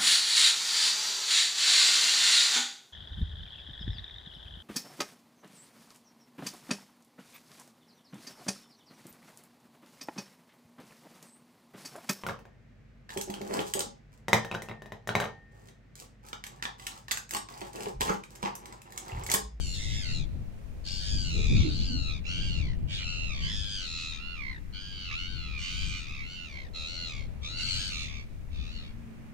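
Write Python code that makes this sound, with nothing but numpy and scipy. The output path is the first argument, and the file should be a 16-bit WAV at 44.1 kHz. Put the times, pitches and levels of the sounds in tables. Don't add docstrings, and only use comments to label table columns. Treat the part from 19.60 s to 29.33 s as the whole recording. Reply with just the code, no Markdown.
import sys
import numpy as np
from scipy import signal
from scipy.fft import rfft, irfft, next_fast_len
from scipy.io import wavfile
from scipy.ndimage import uniform_filter1d

SR = 44100
rng = np.random.default_rng(int(sys.argv[2]) if len(sys.argv) > 2 else 0)


def dump(signal):
    limited = np.clip(np.atleast_2d(signal).T, -1, 1)
    pcm = np.round(limited * 32767).astype(np.int16)
    wavfile.write(sys.argv[1], SR, pcm)


N = 429093
T = np.arange(N) / SR

# (time [s], pitch [Hz])
CRY_PITCHES = [
    [(0, 1543), (.1, 1414), (.25, 1328)],
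    [(.17, 1016), (.45, 1086), (.56, 930)],
    [(.133, 1772), (.3, 1817), (.39, 1750), (.47, 1435), (.58, 1329), (.665, 1110)],
    [(1.238, 1484), (1.53, 1663), (1.8, 1263), (2.12, 1122)],
    [(1.951, 1291), (2.26, 1530), (2.45, 1367), (2.61, 1126)],
    [(2.637, 1254), (2.73, 1506), (2.88, 1535), (3.0, 1346), (3.05, 1086), (3.16, 954)],
    [(3.272, 1488), (3.36, 1690), (3.46, 1450)],
    [(3.33, 1277), (3.5, 1418), (3.67, 1344), (3.77, 1118), (3.87, 1052), (3.97, 960)],
    [(3.8, 1453), (3.93, 1726), (4.15, 1619), (4.31, 1325)],
    [(4.19, 1356), (4.42, 1346), (4.55, 1270), (4.63, 1170)],
    [(4.508, 963), (4.6, 1320), (4.73, 1401), (4.83, 1082), (4.93, 1012), (5.0, 870)],
    [(5.123, 1493), (5.25, 1580), (5.45, 1513), (5.56, 1154)],
    [(5.495, 1087), (5.59, 1419), (5.72, 1512), (5.9, 1298), (6.08, 1058)],
    [(5.965, 1383), (6.1, 1517), (6.27, 1580), (6.38, 1450), (6.48, 1285)],
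    [(6.0, 1128), (6.12, 1251), (6.56, 1221), (6.69, 995)],
    [(6.56, 1241), (6.72, 1477), (6.84, 1402), (6.93, 1096), (7.03, 1033), (7.1, 824)],
    [(7.132, 1351), (7.25, 1290), (7.3, 1405), (7.47, 1390), (7.53, 1163), (7.68, 1040)],
    [(7.815, 1095), (7.95, 1438), (8.12, 1426), (8.25, 1287), (8.42, 1178), (8.66, 1137)],
    [(7.96, 1407), (8.22, 1600), (8.29, 1536), (8.36, 1348), (8.53, 1156)],
    [(8.9, 1185), (9.07, 1250), (9.15, 1430), (9.35, 996)],
]
# (swell time [s], relative level [dB],
#   level change once the pitch drops [dB], boost of third partial over second while held [dB],
#   the same once dropped [dB], shrillness [dB/octave], half-pitch lines [dB],
#   opening screech [s], rasp after it [0-1])
CRY_VOICES = [ (0.006, -39, 0, -5.5, 25, 9, -14, 0.02, 0.1),
              (0.025, -46, 12, -19, -26, 2, -28, 0.025, 0.15),
              (0.0082, -39, 1, 0.5, 5, -0.5, -13.5, 0.25, .22), (0.036, -36, 0, 6, -1, -2, -18, 0.28, 0.3),
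              (0.0085, -37.5, 1.5, 6.5, 3, -7.5, -23.5, 0.34, .2),
              (0.06, -34, -9, -7, -4.5, -8.5, -14, 0.019, 0.4),
              (0.063, -34, 9, -11, -10, -10, -2, 0.29, 0.8), (0.16, -36, -3, -4.5, 0, -8.5, -19, 0.14, 0.3),
              (0.046, -34, -1.5, -1.5, -2, -8.5, -18, 0, .3),
              (0.063, -35, -14, 4, -3, -5, -10.5, 0.03, 0.33),
              (0.067, -41, 0.5, -5.5, -19, -24.5, -12, 0.06, 0.09),
              (0.03, -41.5, 10, 0.5, -9, -20, -12.5, 0, 0.25),
              (0.032, -37, -5, -6.5, -11, -17, -9.5, 0.07, .14),
              (0.072, -36.5, -5, -2, -4, -2, -5, 0.07, 0.3),
              (0.05, -41, 0, -6, -18, -12.5, -28, 0.023, 0.5),
              (0.15, -42, -2, -5, -9.5, -13, -11, 0.033, 0.15),
              (0.028, -38, -4.5, 5.5, -6, -6.5, -10.5, 0, .25),
              (0.039, -35.5, -9, 8.5, -12, -7.5, -15, 0, .35),
              (0.045, -33, -6, 1.5, 3, 1.5, -12, 0.023, 0.5), (0.11, -46.5, -5, 2.5, 2, -15, -8, .1, 0.4), ]
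# (frequency [Hz], gain [dB])
THROAT_RESPONSE = [(1100, -22.5), (1400, -22.5), (1750, -18.5), (2200, -2.5), (4400, -2), (5400, -9.5),
                   (6900, -8), (8400, -20.5), (10800, -34), (13000, -43.5)]
# (time [s], lag [ms])
LEFT_LAG = [(2.0, 0.275), (4.2, -0.031), (7.2, -0.00086), (7.9, 0.14)]
# (frequency [Hz], left minus right [dB])
PORT_BALANCE = [(1300, 1.5), (2400, -4), (4400, 3), (8000, -5), (14000, -21.5)]
# (time [s], level [dB])
GUST_LEVELS = [(0, -34), (.65, -35.5), (1.05, -43.5), (1.55, -34), (2.0, -27.5), (2.55, -36), (2.85, -31.5),
               (3.5, -37), (3.87, -35.5), (4.15, -41.5), (5.15, -44), (5.8, -39.5), (6.25, -37), (6.7, -44),
               (8.7, -40), (9.25, -40), (9.5, -57)]
# (frequency [Hz], relative density [dB])
RUMBLE_SPECTRUM = [(35, 2.5), (70, 2.5), (120, -10), (500, -63)]
BUFFET_SPECTRUM = [(70, 6), (150, 5), (310, -12), (450, -22.5), (1300, -55)]
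# (time [s], frequency [Hz], relative level [dB])
PORT_EDDIES = [(1.8, 414, -43), (2.07, 294, -35.5), (2.35, 247, -38)]
# (time [s], hum level [dB], rush level [dB])
MOTOR_LEVELS = [(6.6, -92, -49.5), (7.2, -67, -51.5), (8.1, -53, -45.5), (8.8, -60.5, -50.5),
                (9.5, -50.5, -46.5)]
# (time [s], level [dB])
FAR_RUSH_LEVELS = [(3.8, -60), (4.6, -70.5), (6.6, -74), (7.1, -56.5), (8.7, -65)]
# (frequency [Hz], relative density [dB])
MOTOR_SPECTRUM = [(200, 21), (580, -2), (2400, -3)]
RIVER_SPECTRUM = [(150, 1.5), (550, -23), (1000, -29), (2500, -18), (6000, -20), (15000, -27.5)]
FAR_RUSH_SPECTRUM = [(300, -10.5), (600, -5.5), (1000, -20)]


def gulls(direct_db=-6.5, near_db=-3.5, banks_db=-21):
    ports = np.zeros((2, N))
    for voice, pitches in zip(CRY_VOICES, CRY_PITCHES):
        start_s, end_s = pitches[0][0], pitches[-1][0]
        span = (T >= start_s) & (T <= end_s)
        age = T[span] - start_s
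        spectrum = rfft(cry(voice, pitches, age))
        f = np.fft.rfftfreq(len(age), 1 / SR)
        lag_ms, = curves(LEFT_LAG, start_s)
        delay = np.exp(-2j * np.pi * f * lag_ms / 1000)
        balance = undb(curves(PORT_BALANCE, f)[0] / 2)
        ports[0, span] += irfft(spectrum * delay * balance, len(age))
        ports[1, span] += irfft(spectrum / balance, len(age))
    banks = bank_reverberation(ports)
    return undb(direct_db) * ports + undb(near_db) * near_echoes(ports) + undb(banks_db) * banks


def cry(voice, pitches, age, screech_rasp=.9, clearing_s=.0493, tail_rasp=.14, waver=.006):
    swell_s, level_db, tail_db, third_db, tail_third_db, shrill_db, half_db, screech_s, rasp = voice
    hz, drop, fade = arch(age, pitches, swell_s)
    screech = np.clip((screech_s - age) / clearing_s, 0, 1)
    rasp = np.clip(rasp + tail_rasp * drop + (screech_rasp - rasp) * screech, 0, 1)
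    tilt_db = third_db + (tail_third_db - third_db) * drop
    sound = syrinx(hz * (1 + waver * walk(15, age)), rasp, tilt_db, half_db, age)
    envelope = fade * undb(level_db + tail_db * drop + .78 * walk(11.36, age))
    return beak(sound * envelope, shrill_db)


def arch(age, pitches, swell_s, glide_s=.035, full_drop=.24, release_s=.1):
    hz, = curves(pitches, pitches[0][0] + age)
    hz = uniform_filter1d(hz, int(glide_s * SR), mode="nearest")
    drop = np.clip((1 - hz / np.maximum.accumulate(hz)) / full_drop, 0, 1)
    fade = np.clip(np.minimum(age / swell_s, (age[-1] - age) / release_s), 0, 1)
    return hz, drop, fade


def syrinx(hz, rasp, tilt_db, half_db, t, chop_ratio=.061, jitter=.015, sweep=.26, shake=.0508, breath=.3):
    flutter_hz = hz * chop_ratio * (1 + jitter * rasp * walk(90, t))
    cycle = np.cumsum(flutter_hz) / SR % 1
    opening = np.sin(np.pi * cycle ** .58) ** 2
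    leak = .0652 + .0913 * rasp
    gate = unit((leak + opening) * undb(.024 * walk(63, t)))
    chirp = sweep * (.5 + rasp) * (cycle - np.average(cycle, weights=gate ** 2))
    tremor = shake * (.15 + rasp) * walk(1100, t)
    phase = 2 * np.pi * np.cumsum(hz * (1 + chirp + tremor)) / SR
    tone = throat(phase, hz, tilt_db, half_db)
    hiss = butterworth(noise(THROAT_RESPONSE, size=len(t)), 2 * hz.mean(), "high")
    return gate * (tone + breath * rasp ** 1.5 * hiss)


def throat(phase, hz, tilt_db, half_db, rest_hz=1450, follow=.36, fundamental_db=4, upper_db=-2):
    tone, power = 0, 0
    for k in np.arange(1, 9.5, .5):
        boost_db = half_db if k % 1 else 0
        if k == 1:
            boost_db += fundamental_db
        elif 2 <= k <= 3:
            boost_db += tilt_db * (k - 2.5)
        elif k > 3:
            boost_db += upper_db
        amplitude = gain_at(THROAT_RESPONSE, k * hz * (rest_hz / hz) ** follow) * undb(boost_db)
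        tone += amplitude * np.sin(k * phase)
        power += amplitude ** 2 / 2
    return tone / np.sqrt(power)


def beak(sound, shrill_db, edge_hz=4400, body_hz=1900):
    f = np.fft.rfftfreq(len(sound), 1 / SR)
    octaves = np.log2(np.clip(f / edge_hz, 1, 2)) + np.log2(np.clip(f / body_hz, .75, 1))
    return irfft(rfft(sound) * undb(shrill_db * octaves), len(sound))


def near_echoes(sound, t60=.029, shift_hz=14, patterns=5):
    weights = np.array([walk(shift_hz, T) for _ in range(patterns)])
    weights /= np.sqrt(np.sum(weights ** 2, axis=0))
    return sum(w * signal.oaconvolve(sound, scatter(t60, SR // 8), axes=1)[:, :N] for w in weights)


def bank_reverberation(sound, t60=1.0, cutoff_hz=4400):
    tail = signal.fftconvolve(sound, scatter(t60, SR), axes=1)[:, :N]
    return butterworth(tail, cutoff_hz, "low")


def wind(buffet_db=-10, growth=2.03, pivot_db=-40, eddy_s=.053, eddy_width=.13):
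    gust_db = curves(GUST_LEVELS, T)[0] + 1.52 * walk(13, T)
    rumble = stereo_noise(RUMBLE_SPECTRUM, shared=.094, pan_db=8.5) * undb(gust_db)
    surge_db = pivot_db + growth * (gust_db - pivot_db) + buffet_db
    buffet = stereo_noise(BUFFET_SPECTRUM, shared=.21, pan_db=1) * undb(surge_db + walk(40, T))
    for time_s, hz, level_db in PORT_EDDIES:
        band_hz = hz * np.exp([-eddy_width, eddy_width])
        eddy = unit(butterworth(rng.standard_normal(N), band_hz, "band"))
        buffet[1] += 2 * eddy * undb(level_db) * np.exp(-((T - time_s) / eddy_s) ** 2)
    return rumble + buffet


def motor(hum_hz=114, waver=.0122, octave_db=-1, shift_db=6):
    hum_db, rush_db = curves(MOTOR_LEVELS, T)
    phase = 2 * np.pi * np.cumsum(hum_hz * (1 + waver * walk(13, T))) / SR
    handover_db = shift_db * np.tanh((T - 9.2) / 1.2)
    fundamental = np.sin(phase) * undb(2 * walk(8.2, T) - handover_db)
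    octave = np.sin(2 * phase) * undb(octave_db + handover_db + 2 * walk(13, T))
    rush = stereo_noise(MOTOR_SPECTRUM, shared=.059, pan_db=0)
    return (fundamental + octave) * undb(hum_db) + rush * undb(rush_db)


def river(level_db=-64.5):
    return stereo_noise(RIVER_SPECTRUM, shared=.043, pan_db=-5) * undb(level_db + walk(.85, T))


def far_rush():
    level_db, = curves(FAR_RUSH_LEVELS, T)
    return stereo_noise(FAR_RUSH_SPECTRUM, shared=.082, pan_db=-4.5) * undb(level_db)


def scatter(t60, size):
    ring = rng.standard_normal((2, size)) * undb(-60 * np.arange(size) / SR / t60)
    return ring / np.sqrt(np.sum(ring ** 2, axis=1, keepdims=True))


def stereo_noise(spectrum, shared, pan_db):
    separate = np.array([noise(spectrum), noise(spectrum)])
    blend = np.sqrt(shared) * noise(spectrum) + np.sqrt(1 - shared) * separate
    return blend * undb([[pan_db / 2], [-pan_db / 2]])


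def noise(spectrum, size=N):
    n = next_fast_len(size)
    white = rfft(rng.standard_normal(n))
    return unit(irfft(white * gain_at(spectrum, np.fft.rfftfreq(n, 1 / SR)), n))[:size]


def gain_at(spectrum, hz):
    f, db = np.transpose(spectrum)
    return undb(np.interp(np.log(np.maximum(hz, 1)), np.log(f), db)) / np.maximum(hz / f[-1], 1) ** 4


def butterworth(x, hz, kind):
    return signal.sosfilt(signal.butter(2, hz, kind, fs=SR, output="sos"), x)


def walk(rate, t):
    points = rng.standard_normal(len(t))
    return unit(np.interp((t - t[0]) * rate, np.arange(len(points)), points))


def curves(table, x):
    axis, *columns = np.transpose(table)
    return [np.interp(x, axis, column) for column in columns]


def undb(db):
    return 10 ** (np.asarray(db) / 20)


def unit(x):
    return x / np.sqrt(np.mean(x ** 2))


def scene():
    return gulls() + wind() + motor() + river() + far_rush()


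def record(dry):
    return signal.sosfilt(signal.ellip(10, .1, 80, 15700, fs=SR, output="sos"), dry)


dry = scene()
out = record(dry)
dump(out)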